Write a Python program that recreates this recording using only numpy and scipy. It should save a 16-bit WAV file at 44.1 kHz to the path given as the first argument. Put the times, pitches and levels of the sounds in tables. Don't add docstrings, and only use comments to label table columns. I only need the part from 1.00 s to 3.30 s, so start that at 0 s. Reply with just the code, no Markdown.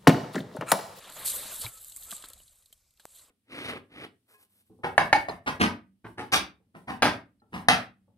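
import sys
import numpy as np
from scipy import signal
from scipy.fft import rfft, irfft
from scipy.io import wavfile

SR = 44100
rng = np.random.default_rng(int(sys.argv[2]) if len(sys.argv) > 2 else 0)


def boost_factor(decibels):
    exponent = np.asarray(decibels, float) / 20
    return 10 ** exponent


def transcribe(signal):
    frames = np.atleast_2d(signal).T
    limited = np.clip(frames, -1, 1)
    pcm = np.round(limited * 32767).astype(np.int16)
    wavfile.write(sys.argv[1], SR, pcm)


N = 101430


def rms_one(x):
    return x / np.sqrt(np.mean(x ** 2) + 1e-20)


def in_time(rows):
    s, *columns = np.transpose(rows)
    return [np.interp(np.arange(N) / SR, s, c) for c in columns]


def drift(rate):
    r = np.exp(-40 * np.pi * rate / SR)
    slow = signal.lfilter([1], [1, -2 * r, r * r], rng.standard_normal(N // 20 + 2002))
    slow = rms_one(slow[2000:])
    return np.interp(np.arange(N) / 20, np.arange(len(slow)), slow)


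def band(x, low_hz, high_hz):
    return signal.sosfilt(signal.butter(2, [low_hz, high_hz], "band", fs=SR, output="sos"), x)


def ring(clicks, hz, t60_s):
    r = boost_factor(-60 / (t60_s * SR))
    w = 2 * np.pi * hz / SR
    return signal.lfilter([0, np.sin(w)], [1, -2 * r * np.cos(w), r * r], clicks + 1e-18)


def coloured(excite, spectrum, patchy_db):
    hz, db = np.transpose(spectrum)
    edges_hz = 100 * 2 ** np.arange(0, 7.5, 1 / 5)
    out, shared = 0, drift(8.0)
    for k, (low_hz, high_hz) in enumerate(zip(edges_hz, edges_hz[1:])):
        centre_hz = np.sqrt(low_hz * high_hz)
        if hz[0] / 1.2 < centre_hz < hz[-1] * 1.2:
            level_db = np.interp(np.log(centre_hz), np.log(hz), db)
            flicker_db = patchy_db * (.3 * shared + drift(22))
            out = out + band(excite[k % 2], low_hz, high_hz) * boost_factor(level_db + flicker_db)
    return out / np.sqrt(np.mean(out[0] ** 2))


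def open_air():
    # frequency in Hz, level in dB per Hz.
    air = [(120, 6), (300, 0), (1000, -49.5), (2200, 2), (3800, -13), (5500, 11.5), (8000, -3), (14000, 0)]
    return boost_factor(-76) * coloured(rng.standard_normal((2, 2, N)), air, patchy_db=1.0)


def breeze():
    # time in seconds, level in dB.
    gusts = [(0.0, -70), (0.15, -73.5), (0.23, -59), (0.31, -61), (0.35, -55), (0.38, -62), (0.61, -65),
             (0.645, -53), (0.71, -68), (0.8, -65), (0.92, -70), (1.13, -64), (1.22, -71), (1.27, -63),
             (1.31, -70), (1.36, -64), (1.65, -77.5), (2.3, -77)]
    level_db, = in_time(gusts)
    rumble = rms_one(band(rng.standard_normal(N), 20.5, 85))
    return boost_factor(level_db + 1.3 * drift(5.6)) * rumble


def bird():
    # start in seconds, length in seconds, start pitch in Hz, end pitch in Hz, level in dB.
    notes_sung = [
        (.605, .13, 1320, 1360, -65),
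        (.72, .085, 1290, 1310, -66),
        (.85, .05, 1205, 1215, -75),
        (1.06, .06, 1260, 1410, -63),
        (1.15, .08, 1200, 1240, -64),
        (1.22, .05, 1280, 1310, -63),
        (1.28, .06, 1300, 1340, -69),
    ]
    out, t = np.zeros(N), np.arange(N) / SR
    for start_s, length_s, from_hz, to_hz, db in notes_sung:
        u = np.clip((t - start_s) / length_s, 0, 1)
        phase = 2 * np.pi * np.cumsum(from_hz + (to_hz - from_hz) * u) / SR
        out += boost_factor(db + 2.5) * np.sin(np.pi * u) ** .5 * np.sin(phase)
    return out * boost_factor(2.0 * drift(45))


def pop():
    pop_s, swing_hz, t60_s = 2.0542, 615, 0.0041
    click = 1. * (np.arange(N) == int(pop_s * SR))
    w = 2 * np.pi * swing_hz / SR
    r = boost_factor(-60 / (t60_s * SR))
    swing = signal.lfilter([1, -r * np.cos(w)], [1, -2 * r * np.cos(w), r * r], click + 1e-18)
    return boost_factor(-27.5) * swing + boost_factor(-22) * band(click, 3400, 14500)


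def thump():
    land_s, swell_s, low_hz, rise = .6445, .0095, 100, .15
    u = np.maximum(np.arange(N) / SR - land_s, 0) / swell_s
    hz = low_hz * (1 + rise * (1 - np.exp(-u))) * (u > 0)
    return boost_factor(-37) * u * np.exp(1 - u) * np.sin(2 * np.pi * np.cumsum(hz) / SR)


def splats():
    # time in seconds, peak in dB, first ring in Hz, second ring (higher or lower) in Hz, second ring
    # level re the first in dB.
    lumps = [(0.6455, -39.5, 990, 700, -6), (.664, -46, 474, 2320, 11.5), (1.124, -43.5, 690, 1600, 4),
             (1.127, -41.5, 1170, 190, -4.5), (1.24, -43, 300, 1297, -3), (1.239, -44.5, 1586, 1070, -4.5),
             (1.304, -54, 550, 1050, -2), (1.402, -57, 610, 2950, 1), (1.4, -68, 1040, 960, -18),
             (2.194, -60, 1150, 4010, 8), (1.705, -69, 460, 240, -1.5), (1.727, -63.5, 660, 3150, 14),
             (1.998, -62, 860, 1630, 7.5), (.964, -54.5, 2180, 270, -2.5), (.976, -59, 1160, 1110, -20),
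             (2.283, -69, 700, 1130, 8.5), (2.2415, -67, 285, 1120, 0), (.598, -50, 200, 280, -3),
             (.669, -48, 270, 180, 0), (.455, -52, 170, 260, -2)]
    ring_s, ring_cycles, crack_db = 0.021, 5.1, 0.5
    out, t = np.zeros(N + SR), np.arange(8000) / SR
    noise = rng.standard_normal((len(lumps), 8000))
    for (s, db, low_hz, high_hz, upper_db), n in zip(lumps, noise):
        hit = 1. * (t == 0) + 0.091 * n * np.exp(-t / 0.0014)
        low = ring(hit, low_hz, ring_s + ring_cycles / low_hz)
        upper = boost_factor(upper_db) * ring(hit, high_hz, ring_s + ring_cycles / high_hz)
        crack = boost_factor(crack_db) * band(n * np.exp(-t / 0.0069), 210, 3600)
        i = int(s * SR)
        out[i:i + len(t)] += boost_factor(db) * (low + upper + crack)
    return band(out[:N], 140, 9000)


def drops():
    # time in seconds, bright peak in dB, dull peak (near 4 kHz) in dB, length in ms.
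    impacts = [(.604, -35, -45, 1.3), (0.654, -46, -31.5, 2.8), (0.663, -37, -32.5, 2.5),
               (.8455, -31.5, -54, 1.5), (.896, -40.5, -62, 5.5), (0.92, -42, -45, 3.7),
               (.962, -33, -71, 3.9), (0.97, -33, -68, 2.5), (1.024, -42, -43.5, 3.2),
               (1.0328, -38, -52, 4.6), (1.047, -42, -45, 1.8), (1.054, -38, -57, 1.4),
               (1.07, -43, -48.5, 0.97), (1.09, -40, -53, 2), (1.107, -33.5, -40, 5.2),
               (1.115, -24.5, -28.5, 1.24), (1.133, -31.5, -49, 2.4), (1.165, -36, -48, 3.7),
               (1.18, -41, -42, 2), (1.223, -39, -38, 2.3), (1.241, -44, -45, 8.7), (1.256, -42, -43, 3),
               (1.2852, -36.5, -56, 3), (1.3, -41, -53, 3.3), (1.3327, -39, -44.5, 3.3),
               (1.478, -54, -53, 4.5), (1.6577, -52.5, -54.5, 4.7), (1.726, -45.5, -56, 5.5),
               (1.973, -65, -58.5, 3.7), (1.996, -55.5, -53, 12), (.0987, -36, -55, 2.2),
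               (.1216, -46, -45, 4.6), (.2229, -40, -49, 5), (.276, -25, -33, 3.2), (.56, -34, -52, 4.6),
               (0.646, -41, -36, 4), (.811, -42, -60, 1.5), (.8814, -41, -59, 3.6), (1.124, -31, -48, 2),
               (1.147, -40, -55, 2), (1.3878, -47, -61, 2), (1.434, -52, -57, 2.2), (1.5562, -56, -79, 2.5),
               (1.5851, -58, -75, 2.5), (1.6233, -57, -61, 3), (1.7772, -60, -77, 2.5),
               (1.9064, -60, -67, 3.5), (1.9373, -62, -70, 3), (2.236, -62, -62, 2), (2.15, -62, -58, 9),
               (2.172, -56, -57, 9), (2.257, -68, -62, 5)]
    attack_s = 0.00088
    out, t = np.zeros((2, N + SR)), np.arange(1500) / SR
    noise = rng.standard_normal((len(impacts), 2, 2, 1500))
    for (s, bright_db, dull_db, ms), (a, b) in zip(impacts, noise):
        shape = np.minimum(t / attack_s, 1) * np.exp(-1000 * t / ms)
        bright = boost_factor(bright_db + 1.5) * band(a * shape, 7030, 13700)
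        dull = boost_factor(dull_db + 6) * band(b * shape, 2950, 4800)
        i = int(s * SR)
        out[:, i:i + len(t)] += bright + dull
    return out[:, :N]


def droplets():
    rate_per_s, spread_db, grain_s, share = 500, 3, 0.0028, 0.32
    hits = (rng.random(N) < rate_per_s / SR) * boost_factor(spread_db * np.minimum(rng.exponential(1, N), 4))
    r = np.exp(-1 / (grain_s * SR))
    gate = 1 - share + share * rms_one(signal.lfilter([1], [1, -r], hits + 1e-18))
    return rng.standard_normal((2, 2, N)) * gate


def bubbles():
    rate_per_s, cycles = 600, 26
    sizes = boost_factor(3.4 * np.minimum(rng.exponential(1, N), 3)) * (rng.random(N) < rate_per_s / SR)
    dealt = rng.integers(0, 30, N)
    out = np.zeros(N)
    for k, hz in enumerate(np.geomspace(520, 4600, num=30)):
        out += ring(sizes * (dealt == k), hz, cycles / hz)
    return rms_one(out)


def spray():
    # time in seconds, hiss in dB, finest mist re hiss in dB, patter on grass re hiss in dB.
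    flow = [(0, -55.5, -6, -17), (.24, -45.5, -6.5, -18), (.258, -30, -4, -22), (.3, -31.5, 1, -21),
            (.315, -35.5, -3, -20), (.45, -41.5, -6, -20), (.605, -42, -2.5, -9), (.615, -36, -5, -17),
            (.65, -38, -10, -18), (.715, -53, -4, -11), (1.09, -53.5, 0, -5), (1.11, -42.5, -12, -7),
            (1.2, -52.5, -8, -8.5), (1.34, -58, -8, -12), (1.95, -80.5, -7, -14), (2.04, -66.5, -5, -9),
            (2.18, -52.5, -8, -15), (2.3, -69.5, -9, -10)]
    # time in seconds, level in dB.
    gush = [(0, -56), (.08, -48), (.11, -50), (.14, -57), (.17, -46.5), (.52, -49), (.6, -58.5),
            (.65, -45.5), (.72, -63), (.95, -70), (1.12, -58), (1.2, -60.5), (1.3, -61.5), (1.45, -77),
            (1.97, -85.5), (2.0, -71), (2.1, -73), (2.2, -68.5)]
    # frequency in Hz, level in dB per Hz.
    fine = [(2200, -23.5), (3000, -11.5), (4100, -9.5), (5600, -12), (6600, -5.5), (7900, -11.5),
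            (9500, -2), (14500, -15.5)]
    slosh = [(140, -3.5), (330, -5.5), (600, 1), (820, -10), (1120, 1), (2100, -3.5), (3800, -4.5),
             (5500, -12.5)]
    flicker_db = 3.5
    hiss_db, mist_db, patter_db = in_time(flow)
    body_db, = in_time(gush)
    hiss = coloured(droplets(), fine, patchy_db=2.4)
    mist = band(droplets()[0], 9380, 14000) * boost_factor(flicker_db * drift(14.6))
    patter = band(droplets()[0], 8100 - 1040, 8100 + 1040)
    body = coloured(droplets(), slosh, patchy_db=2.6)
    body = body + boost_factor(-3.5) * bubbles() * [[1], [0]]
    out = boost_factor(hiss_db - 3.5) * hiss + boost_factor(body_db - 2.0) * body
    out = out + boost_factor(hiss_db + mist_db - 0.5) * rms_one(mist)
    return out + boost_factor(hiss_db + patter_db + flicker_db * drift(18.5)) * rms_one(patter)


def ports(side):
    # frequency in Hz, share of patches in which the ports disagree (0-1).
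    apart = [(4500, 0), (4700, .4), (5700, .5), (6900, .8), (9000, .95), (11500, .92), (13000, .78),
             (14500, .3)]
    patch_hz, patch_frames, side_db = 750, 2, -3.8
    hz, t, z = signal.stft(side, SR, nperseg=2048)
    draw = rng.random((40, len(t) // patch_frames + 22))
    row = (hz // patch_hz).astype(int)
    column = (np.arange(len(t)) + row[:, None]) // patch_frames
    share = np.interp((row + .5) * patch_hz, *np.transpose(apart))
    differs = draw[row[:, None], column] < share[:, None]
    return boost_factor(side_db) * signal.istft(z * differs, SR, nperseg=2048)[1][:N]


def scene():
    mid, side = open_air() + drops() + spray()
    mid = mid + breeze() + bird() + pop() + thump() + splats()
    side = ports(side)
    return np.array([mid + side, mid - side])


def band_limit(x):
    return signal.sosfilt(signal.butter(12, 14770, fs=SR, output="sos"), x)


def record(dry):
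    # centre in Hz, width in Hz, level in dB.
    resonances = [(3900, 500, 4), (5700, 500, -4), (8000, 550, 6.5), (9600, 600, -2), (12000, 800, 2)]
    hz = np.arange(N // 2 + 1) * SR / N
    colour_db = np.zeros(len(hz))
    for centre_hz, width_hz, db in resonances:
        colour_db += db * np.exp(-.5 * ((hz - centre_hz) / width_hz) ** 2)
    heard = irfft(rfft(dry) * boost_factor(colour_db), N)
    top_cut = signal.ellip(12, .5, 70, 14250, fs=SR, output="sos")
    return band_limit(signal.sosfilt(top_cut, heard))


dry = scene()
out = record(dry)
transcribe(out)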